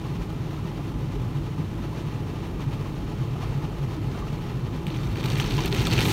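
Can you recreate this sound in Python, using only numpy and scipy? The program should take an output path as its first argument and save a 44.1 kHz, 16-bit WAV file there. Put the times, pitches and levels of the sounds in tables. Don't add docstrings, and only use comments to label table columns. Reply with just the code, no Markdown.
import sys
import numpy as np
from scipy import signal
from scipy.fft import rfft, irfft
from scipy.io import wavfile
from scipy.ndimage import uniform_filter1d

SR = 44100
rng = np.random.default_rng(int(sys.argv[2]) if len(sys.argv) > 2 else 0)


def file_out(sig):
    cols = np.atleast_2d(sig).T
    lim = np.clip(cols, -1, 1)
    pcm = np.round(lim * 32767).astype(np.int16)
    wavfile.write(sys.argv[1], SR, pcm)


def voltage_ratio(decibels):
    exponent = np.asarray(decibels, float) / 20
    return 10 ** exponent


N = 269892
T = np.arange(N) / SR
HZ = np.fft.rfftfreq(N, 1 / SR) + 1e-3

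# frequency in Hz, width in Hz, level in dB.
CABIN_MODES = [
    [(35.6, 3.9, -2.5), (53, 6.7, -2), (65, 41, -10)],
    [(101, 15, -1), (107.4, 26.3, 18)],
    [(128.5, 7.4, -11.5), (140.7, 10.8, 0), (163.2, 25.3, -5)],
    [(200.8, 30.3, 0.5), (256, 62, -2), (325.5, 53.5, -0.5), (403.3, 62, -5.5), (463, 25, -12)],
]
DRUM_DB = (-39, -36, -35, -37.5)
DRUM_CONTACT_DB = (-2, -2, 0.5, 0.6)
# peak in seconds, rms level in dB, mode in Hz.
THUMPS = [(0.209, -29.5, 52.6), (0.308, -36, 57), (0.508, -38, 51), (0.676, -37, 49), (0.969, -30.5, 52.4),
          (1.164, -30, 48.4), (1.419, -42, 52), (1.791, -37, 52.4), (2.264, -36, 46.6), (2.555, -33, 47.6),
          (2.723, -34, 53), (2.862, -39, 49.6), (3.035, -35, 51), (3.207, -39, 54), (3.294, -34, 49.6),
          (3.361, -49, 54), (3.486, -32, 52.4), (3.64, -32, 49.6), (3.718, -38, 44.1), (3.808, -36, 55.1),
          (3.962, -46, 46.5), (4.09, -41, 50), (4.212, -36, 49.6), (4.67, -37, 53), (4.801, -33, 64),
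          (4.911, -35, 52), (5.094, -29.5, 55.4), (5.465, -30, 38.4), (5.552, -29, 47.7),
          (5.671, -26, 57.3), (5.796, -30, 66.6), (5.898, -38, 70.6), (5.982, -28, 64), (6.063, -31, 71.6)]
# peak in seconds, rms level in dB, panel ring in Hz.
BOOMS = [(0.11, -30, 130.6), (0.403, -31, 116.5), (0.45, -29, 144.6), (0.493, -33, 160.7),
         (0.627, -33, 107.4), (0.656, -30, 157), (0.885, -34, 119.5), (1.042, -30.5, 131.4),
         (1.086, -29.5, 142), (1.219, -28.5, 121), (1.265, -26.5, 103), (1.364, -24, 140),
         (1.492, -37, 111), (1.515, -31, 140.5), (1.602, -27, 158), (1.611, -33, 110.3),
         (1.675, -30.5, 102.5), (1.721, -27, 109.7), (1.866, -30, 120), (2.078, -31, 144.3),
         (2.154, -26, 140.6), (2.247, -32, 144), (2.679, -22.5, 139.5), (2.734, -33, 121),
         (2.804, -30.5, 138.5), (3.207, -23, 128.4), (3.277, -29, 118.7), (3.326, -26.5, 127.3),
         (3.428, -33, 103.7), (3.492, -27.5, 111.2), (3.573, -25, 141.4), (3.64, -29, 149.3),
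         (3.825, -23.5, 141.4), (3.872, -28, 132), (3.892, -32, 105), (3.93, -26.5, 136.4),
         (4.017, -28, 107.4), (4.075, -25.5, 129), (4.336, -29, 148.2), (4.51, -26.5, 123.6),
         (4.563, -30.5, 128.6), (4.612, -30, 122), (4.65, -29.5, 116), (4.746, -31.5, 143.8),
         (4.792, -28.5, 144.6), (4.876, -26, 148.3), (4.969, -26.5, 124.7), (5.013, -29.5, 139.6),
         (5.053, -27.5, 119.7), (5.129, -28, 113.6), (5.259, -23.5, 124), (5.306, -23.5, 114),
         (5.349, -24.5, 136.6), (5.399, -23, 132.3), (5.532, -26, 119.2), (5.581, -24, 147.7),
         (5.72, -25, 118), (5.802, -20, 123.0), (5.93, -22.5, 113.5), (5.985, -20.5, 118.2)]
# peak in seconds, rms level in dB, panel ring in Hz.
SLAPS = [(0.122, -40.5, 394), (0.194, -37, 400), (0.647, -35, 200), (0.794, -35, 294), (0.86, -36.5, 404),
         (0.85, -32, 189), (0.958, -35.5, 258), (1.098, -38, 231), (1.165, -39, 415), (1.592, -32.5, 288),
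         (1.804, -33, 226), (1.856, -39.0, 366.5), (2.295, -37, 423), (2.606, -40, 382.0),
         (2.714, -38, 288), (2.812, -41, 447), (3.035, -32, 296.5), (3.133, -37, 293), (3.524, -40, 451),
         (3.983, -32, 290), (4.153, -36, 210), (4.177, -39, 402), (4.204, -38, 411), (4.514, -36.5, 402),
         (4.741, -30.5, 268), (4.763, -36, 213.0), (4.807, -37.5, 391), (4.873, -32.5, 200),
         (4.935, -33.5, 305), (4.965, -34, 211), (5.182, -36, 370), (5.25, -33.5, 400), (5.302, -41, 463.0),
         (5.346, -38, 389), (5.372, -39, 397.0), (5.563, -34.5, 374), (5.585, -37, 435), (5.595, -37, 200),
         (5.619, -35, 460), (5.653, -30, 397), (5.729, -29, 405), (5.815, -32, 393), (5.939, -27.5, 342.5),
         (5.98, -27, 341), (6.036, -33, 349.5)]
# peak in seconds, rms level in dB, ring in Hz.
KNOCKS = [(0.059, -40, 1070), (0.531, -41, 717.0), (0.581, -43, 1323.0), (0.782, -49.0, 1370),
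          (0.794, -44, 706), (1.58, -43, 880), (1.84, -43, 1300), (1.93, -42, 960), (2.389, -44, 674),
          (2.511, -52, 1130), (2.471, -42, 897), (2.6, -40, 1050), (2.687, -47, 937.0),
          (2.863, -39, 1047.0), (2.943, -46, 600), (2.994, -43, 670), (3.113, -42, 1000), (3.358, -39, 720),
          (3.365, -41, 1240), (3.432, -38, 753.0), (3.437, -40, 1150), (3.43, -42, 1060), (3.526, -42, 955),
          (3.617, -45, 1070), (3.639, -44, 800), (3.714, -44, 834), (3.729, -40, 1220),
          (3.953, -45.5, 698.0), (4.151, -46, 1433.0), (4.152, -49, 1150), (4.157, -45.5, 662.0),
          (4.175, -45, 753.0), (4.221, -45.0, 735.0), (4.225, -36.5, 1158.0), (4.242, -46.5, 1150),
          (4.272, -47, 1300), (4.691, -48, 1158.0)]

# frequency in Hz, level in dB per Hz.
SHELL_SPECTRUM = [(260, -28), (450, 2.5), (615, -5.5), (768, -6), (840, -2), (905, -7), (1050, -8),
                  (1540, -14.5), (2720, -16), (6150, -26), (7800, -32.5), (8780, -33.5), (10300, -36),
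                  (12900, -36), (15700, -36.5)]
# frequency in Hz, level in dB per Hz.
GLASS_SPECTRUM = [(260, -30), (450, 3.5), (597, -7), (827, -3), (1150, -9.5), (1520, -6.5), (2410, -3.5),
                  (4600, -7), (4920, -11.5), (6060, -13), (7130, -21.5), (9600, -30.5), (10300, -32.5),
                  (13900, -31), (15700, -32.5)]
# frequency in Hz, width in Hz, boost in dB.
TRIM_MODES = [(857, 30, 3.5), (980, 41, 2.5), (1013, 46, 5), (1085, 29, 3), (1190, 55, 5.5),
              (1290, 50, 5.5), (2410, 50, 3), (2980, 44, 3), (3210, 78, 1.5), (3670, 57, 4),
              (4060, 50, 1.5)]
BAND_EDGES_HZ = (480, 1450, 7600, 20000)
SPRAY_DB = (-45, -50.5, -61.5)
# peak in seconds, hiss level in dB, length in ms.
SWISHES = [(0.061, -49.5, 36), (0.112, -54, 30), (0.157, -49.5, 29), (0.223, -49.5, 35), (0.305, -48.5, 18),
           (0.445, -52, 50), (0.539, -51.5, 81), (0.673, -49.5, 39), (0.762, -53, 49), (0.845, -55, 35),
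           (0.888, -49, 25), (0.98, -61, 40), (1.133, -51.5, 47), (1.24, -57, 40), (1.363, -49, 39),
           (1.478, -51, 32), (1.6, -53, 40), (1.72, -57, 32), (1.844, -49, 40), (1.983, -48, 59),
           (2.127, -50.5, 83), (2.284, -50.5, 49), (2.37, -50, 35), (2.45, -50, 45), (2.614, -46.5, 38),
           (2.731, -49, 31), (2.068, -53, 30), (2.816, -51, 26), (2.861, -51, 37), (2.972, -50.5, 41),
           (3.02, -53, 30), (3.097, -50, 53), (3.215, -51, 66), (3.321, -53, 40), (3.378, -54, 42),
           (3.434, -45, 47), (3.536, -50, 92), (3.645, -48, 32), (3.708, -56, 35), (3.78, -53, 30),
           (3.835, -48, 39), (3.929, -49, 65), (3.98, -54, 30), (4.036, -55, 40), (4.138, -48, 56),
           (4.195, -48, 47), (4.279, -48.5, 50), (4.343, -49, 45), (4.42, -52, 45), (4.5, -51.5, 110),
           (4.61, -53, 31), (4.663, -51.5, 29), (4.758, -47.5, 50)]

# time in seconds, pressure in dB.
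PRESSURE = [(4.866, -47.5), (5.12, -43.5), (5.22, -38.5), (5.25, -38), (5.41, -36), (5.5, -35), (5.66, -35),
            (5.70, -35), (5.76, -33), (5.84, -33), (5.92, -30.5), (5.97, -31.5), (6.04, -29.5), (6.12, -28)]
# time in seconds, hiss change in dB, treble change in dB.
BUNCHES = [(4.885, -3, 4), (4.925, 0, -3), (5.06, 0, 3), (5.086, -6, -1), (5.15, -5, -5), (5.197, -2, -4),
           (5.223, -7, -9), (5.275, -2, -2), (5.317, 2.5, 2), (5.347, -3, -2), (5.378, 4, 3), (5.408, 3, 6),
           (5.437, -2.5, -2), (5.457, -0.5, -4), (5.49, -1, -7), (5.527, 2, -2), (5.6, -1, -5),
           (5.63, 2, -3), (5.705, -8, -4), (5.723, 2, 1), (5.74, -8, 0), (5.82, 2, 1), (5.838, -2, 2),
           (5.895, 0.5, -3), (5.935, 2, 3), (5.968, 2, -1), (6.022, 5, 3), (6.04, -1, -1), (6.105, -1, -2)]
# peak in seconds, rms level in dB, ring in Hz, top over it in dB.
CRACKS = [(4.8684, -37, 2750, -8), (4.9624, -39, 1660, -12), (4.9726, -47, 1600, -11),
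          (5.0488, -46, 3200, -4), (5.1812, -46, 2100, -14), (5.2414, -32, 2500, -11),
          (5.259, -30.5, 4070, -8), (5.3019, -31.5, 3940, -8), (5.309, -37, 4100, -16),
          (5.3844, -35, 2370, -3), (5.3996, -25.5, 2980, -13), (5.462, -35, 1740, -15),
          (5.5095, -32, 2570, -21), (5.5514, -44, 4240, -4), (5.5803, -33, 2120, -19),
          (5.59, -31, 2650, -24), (5.6502, -33.5, 2840, -15), (5.6587, -32.5, 2730, 1),
          (5.727, -28.5, 4270, -20), (5.7479, -29, 2870, -10), (5.7662, -34, 3080, -10),
          (5.8055, -31, 4250, -19), (5.82, -35, 2720, -4), (5.8705, -25.5, 3380, -7),
          (5.9347, -27, 4090, -8), (5.9784, -25, 2933, -22), (5.99, -24.5, 2380, -12),
          (6.0072, -25.5, 3570, -8), (6.0144, -28, 3030, -10), (6.0943, -38, 2600, -10)]
# peak in seconds, level in dB, ring in Hz.
TAPS = [(4.871, -45, 2560.0), (4.8776, -42, 2630.0), (4.8823, -37, 2150.0), (4.8885, -38, 1830.0),
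        (4.9038, -34, 2890.0), (4.942, -39.5, 2350.0), (4.9468, -35, 2990.0), (4.9886, -35, 1510.0),
        (5.034, -35, 4070.0), (5.0397, -42, 2800.0), (5.0638, -41.0, 2410.0), (5.074, -39.0, 2730.0),
        (5.1374, -47, 3190.0), (5.158, -31.5, 1590.0), (5.1702, -41, 2670.0), (5.1853, -37.0, 2650.0),
        (5.1961, -40, 2910.0), (5.2003, -40, 3170.0), (5.2045, -38, 4310.0), (5.2104, -34, 1890.0),
        (5.231, -34, 2860.0), (5.246, -41, 3530.0), (5.263, -34, 4410.0), (5.285, -31, 2800.0),
        (5.3205, -38, 4260.0), (5.3361, -39, 2540.0), (5.369, -33, 2860.0), (5.4037, -34, 3230.0),
        (5.409, -36, 3360.0), (5.4153, -32, 2690.0), (5.418, -38, 2800.0), (5.4246, -30, 2390.0),
        (5.4444, -31, 3100.0), (5.514, -33, 2970.0), (5.568, -29, 4610.0), (5.5859, -40, 2970.0),
        (5.5949, -32.0, 2520.0), (5.606, -27, 4500.0), (5.6369, -28.5, 3170.0), (5.664, -31, 3600.0),
        (5.672, -34, 2450.0), (5.679, -31, 3980.0), (5.7317, -32.5, 2780.0), (5.7434, -28, 2070.0),
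        (5.7607, -28, 4540.0), (5.776, -30, 4590.0), (5.7975, -29, 3320.0), (5.841, -31, 3200),
        (5.8542, -25, 3920.0), (5.8628, -26, 2300.0), (5.9104, -24, 4350.0), (5.9166, -21, 4220.0),
        (5.923, -26, 2540.0), (5.9287, -21, 4410.0), (5.9842, -25.5, 1810.0), (6.026, -26, 3960.0),
        (6.0539, -24.5, 2410.0), (6.0566, -23.5, 2670.0), (6.085, -25, 2560.0), (6.1119, -23, 5490.0)]
# start in seconds, level in dB.
DROPS = [
    (5.155, -50),
    (5.2485, -51),
    (5.465, -46),
    (5.679, -44),
    (6.102, -42),
]
# peak in seconds, rms level in dB, ring in Hz.
TICKS = [(4.868, -44, 8400), (4.9726, -41, 6000), (5.0536, -44, 6000), (5.0716, -45, 6200),
         (5.1709, -48, 6200), (5.2042, -46, 5200), (5.23, -46, 6100), (5.2496, -42, 13800),
         (5.2624, -41, 14400), (5.3069, -44, 5700), (5.331, -38, 5900), (5.3542, -41, 8300),
         (5.4023, -30, 5600), (5.4119, -40, 6200), (5.425, -36, 5900), (5.4623, -35, 5500),
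         (5.4775, -39, 6200), (5.4864, -40, 5600), (5.5247, -42, 8000), (5.5483, -42.5, 6000),
         (5.6063, -34, 6100), (5.6213, -36, 5500), (5.6376, -33, 5800), (5.679, -39, 13600),
         (5.7479, -39, 14000), (5.7607, -39, 6200), (5.7782, -34, 6200), (5.8412, -39, 6000),
         (5.854, -27, 5770), (5.8655, -37, 8300), (5.9309, -36, 6500), (5.98, -34, 6200),
         (6.0075, -33, 5200), (6.018, -28, 5400), (6.0528, -33, 14000), (6.0941, -36, 11300)]
# frequency in Hz, width in Hz, level in dB.
PORT = [
    (4350, 380, 1),
    (4850, 140, -6),
    (7660, 550, -2.5),
    (10470, 570, -4.5),
    (11300, 600, 1),
    (12100, 300, 0),
    (14000, 500, -1),
]

SWISH_THUD_DB, SWISH_TOP_DB = 2, -14
QUICK_BRIGHT_DB = 1
SWISH_RISE, SWISH_FALL = 0.49, 0.45
GUST_DB, GUSTS_PER_S = 0.35, 40
TOUCH_S, TOUCH_RISE_S = 4.864, 0.0084
PANE_DB, PANE_FOLLOWS = -43.5, 0.55
SPATTER_DB = -15
FLOOD_S, FLOOD_DB_PER_S = 5.98, 50
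FLUTTER_DB, FLUTTER_PER_S = 0.6, 55
BUNCH_MS = 8.3
CRACK_MS = 2.85
TAP_DB, TAP_TOP_DB, TAP_MS = -7, -15.5, 3.6
SPLASH_DB, SPLASH_MS = -12.5, 8.7
ECHO_MS, ECHO_DB = 110, -16


def unit(x):
    return x / np.sqrt(np.mean(x ** 2))


def bumps_db(peaks):
    return sum(db / (1 + (2 * (HZ - hz) / width) ** 2) for hz, width, db in peaks)


def band_filters(spectrum):
    hz, db = np.transpose(spectrum)
    gain = voltage_ratio(np.interp(np.log(HZ), np.log(hz), db) + bumps_db(TRIM_MODES))
    above = [1 / np.sqrt(1 + (edge / HZ) ** 16) for edge in BAND_EDGES_HZ]
    return [unit(gain * low * np.sqrt(1 - high ** 2)) for low, high in zip(above, above[1:])]


def colour(x, gain):
    return irfft(rfft(x) * gain, N)


def walk(rate):
    hold = int(SR / rate)
    steps = np.repeat(rng.standard_normal(400), hold)[:N]
    return unit(uniform_filter1d(uniform_filter1d(steps, hold), hold))


def droplets(scatter_db, tail_ms, bed):
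    sizes = voltage_ratio(scatter_db * np.minimum(rng.exponential(size=N), 4.5))
    sizes = sizes * (rng.random(N) < 0.03)
    decay = np.exp(-1000 / (tail_ms * SR))
    impacts = unit(np.sqrt(signal.lfilter([1], [1, -decay], sizes ** 2)))
    return unit(np.hypot(bed, impacts))


def add(track, s, db, sound):
    at = int(s * SR)
    track[at:at + len(sound)] += voltage_ratio(db) * sound[:len(track) - at]


def burst(noise, rise_ms, fall_ms):
    ms = T[:len(noise)] * 1000
    shape = (1 - np.exp(-ms / rise_ms)) * np.exp(-ms / fall_ms)
    shape = shape / shape.max()
    return shape * noise * np.sqrt(np.sum(shape ** 2) / np.sum((shape * noise) ** 2))


def blows(table, over_db, rise_ms, fall_ms):
    out = np.zeros(N)
    lead_ms = 3 * rise_ms
    ms = T[:8192] * 1000 - lead_ms
    shape = np.exp(-(ms / np.where(ms < 0, rise_ms, fall_ms)) ** 2)
    for (s, db, ring_hz), turn in zip(table, rng.random(len(table))):
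        ring = np.sqrt(2) * np.sin(2 * np.pi * (ring_hz * T[:8192] + turn))
        add(out, max(s - lead_ms / 1000, 0), db + over_db, shape * ring)
    return out


def cabin(x):
    tail = rng.standard_normal(8192) * voltage_ratio(-60 * T[:8192] * 1000 / ECHO_MS)
    tail = voltage_ratio(ECHO_DB) * tail / np.sqrt(np.sum(tail ** 2))
    treble = colour(x, 1 / np.sqrt(1 + (1500 / HZ) ** 4))
    return x + signal.fftconvolve(treble, tail)[:N]


def wash():
    out = 0
    grain = droplets(scatter_db=2.4, tail_ms=3.5, bed=1.1)
    grain = grain * voltage_ratio(GUST_DB * walk(GUSTS_PER_S))
    s, hiss_db, ms = np.transpose(SWISHES)
    top_db = SWISH_TOP_DB + QUICK_BRIGHT_DB * np.log2(np.median(ms) / ms)
    bands_over_db = (SWISH_THUD_DB, 0, top_db)
    for gain, spray_db, over_db in zip(band_filters(SHELL_SPECTRUM), SPRAY_DB, bands_over_db):
        power = voltage_ratio(2 * (spray_db + 0.24 * walk(25.27)))
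        for at, db, length in zip(s, hiss_db + over_db, ms / 1000):
            near = slice(max(int((at - 0.12) * SR), 0), int((at + 0.12) * SR))
            spread = np.where(T[near] < at, SWISH_RISE, SWISH_FALL) * length
            power[near] += voltage_ratio(2 * db) * np.exp(-((T[near] - at) / spread) ** 2)
        out = out + colour(np.sqrt(power) * grain * rng.standard_normal(N), gain)
    return out


def knocks():
    return blows(KNOCKS + [(5.59, -32, 988)], over_db=0.3, rise_ms=3.1, fall_ms=5.3)


def contact():
    touching = np.clip((T - TOUCH_S) / TOUCH_RISE_S, 0, 1)
    return touching, np.interp(T, *np.transpose(PRESSURE))


def drag():
    touching, hiss_db = contact()
    s, press_db, shine_db = np.transpose(BUNCHES)
    passing = np.exp(-((T[:, None] - s) * 1000 / BUNCH_MS) ** 2)
    thud_db = PANE_DB + PANE_FOLLOWS * (hiss_db + 40)
    top_db = SPATTER_DB + FLOOD_DB_PER_S * np.maximum(T - FLOOD_S, 0)
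    flutter = voltage_ratio(FLUTTER_DB * walk(FLUTTER_PER_S))
    grain = touching * droplets(scatter_db=2.6, tail_ms=1.3, bed=0.45) * flutter
    fine = np.sqrt(grain * touching) * droplets(scatter_db=2.0, tail_ms=0.6, bed=0.55)
    thud = touching * voltage_ratio(thud_db + 1.2 * walk(40)) * rng.standard_normal(N)
    hiss = grain * voltage_ratio(hiss_db + passing @ press_db - 3.5) * rng.standard_normal(N)
    top = fine * voltage_ratio(hiss_db + passing @ shine_db + top_db + 1.0) * rng.standard_normal(N)
    return thud, hiss, top


def strike(thud, hiss, top, tip):
    s, db, ring_hz, top_over_db, ms = tip
    noise = rng.standard_normal(2048)
    snap_hz = rng.uniform(8500, 15000)
    ringing = unit(signal.lfilter(*signal.iirpeak(ring_hz, 2.5, fs=SR), noise))
    snap = unit(signal.lfilter(*signal.iirpeak(snap_hz, 1.5, fs=SR), noise))
    start = s - 0.0008
    add(hiss, start, db - 5.0, burst(ringing, 0.12, 0.75 * ms))
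    add(hiss, start, db - 6, burst(noise, 0.2, 0.4 * ms))
    add(hiss, start + 0.0005, db + 3, -np.hanning(6))
    add(hiss, start, db + SPLASH_DB, burst(noise[::-1], 1.5, SPLASH_MS))
    add(top, start, db + top_over_db + 0.5, burst(snap, 0.24, 0.65))
    add(top, start, db + top_over_db - 11, burst(noise, 1.5, 6.0))
    add(thud, start, db - 6.5, burst(noise, 0.81, 7.1))


def windscreen():
    thud, hiss, top = drag()
    cracks = [(*row, CRACK_MS) for row in CRACKS]
    taps = [(s, db + TAP_DB, hz, TAP_TOP_DB, TAP_MS) for s, db, hz in TAPS]
    for tip in cracks + taps:
        strike(thud, hiss, top, tip)
    for s, db in DROPS:
        noise = rng.standard_normal(1024)
        add(top, s, db, burst(noise, 0.2, 0.87))
        add(hiss, s, db - 2.0, burst(noise, 0.2, 0.85))
    return sum(colour(x, gain) for x, gain in zip((thud, hiss, top), band_filters(GLASS_SPECTRUM)))


def ticks():
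    return blows(TICKS, over_db=1.2, rise_ms=0.22, fall_ms=0.7)


def panel_blows():
    booms = blows(BOOMS, over_db=-0.3, rise_ms=17.0, fall_ms=24.0)
    slaps = blows(SLAPS, over_db=-1.2, rise_ms=9.7, fall_ms=12.2)
    thumps = blows(THUMPS, over_db=-0.74, rise_ms=28.53, fall_ms=32.0)
    return booms + slaps + thumps


def drumming():
    out = 0
    touching, pressure_db = contact()
    for modes, steady_db, over_db in zip(CABIN_MODES, DRUM_DB, DRUM_CONTACT_DB):
        power = sum(voltage_ratio(2 * db) / (1 + (2 * (HZ - hz) / width) ** 4) for hz, width, db in modes)
        ring = unit(colour(rng.standard_normal(N), np.sqrt(power)))
        swell = uniform_filter1d(ring ** 2, size=1500)
        level = np.hypot(voltage_ratio(steady_db), touching * voltage_ratio(pressure_db + over_db))
        out = out + level * unit(ring / swell ** 0.2)
    return out


def scene():
    bright = wash() + knocks() + windscreen() + ticks()
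    panels = panel_blows() + drumming()
    return (panels + cabin(bright))[None]


def band_limit(x):
    return signal.sosfilt(signal.butter(12, 15820, fs=SR, output="sos"), x)


def record(dry):
    bass_cut = 1 / np.sqrt(1 + (30 / HZ) ** 16)
    top_cut = 1 / np.sqrt(1 + (HZ / 15800) ** 120)
    mix = colour(dry, bass_cut * top_cut * voltage_ratio(bumps_db(PORT)))
    return band_limit(mix)


dry = scene()
out = record(dry)
file_out(out)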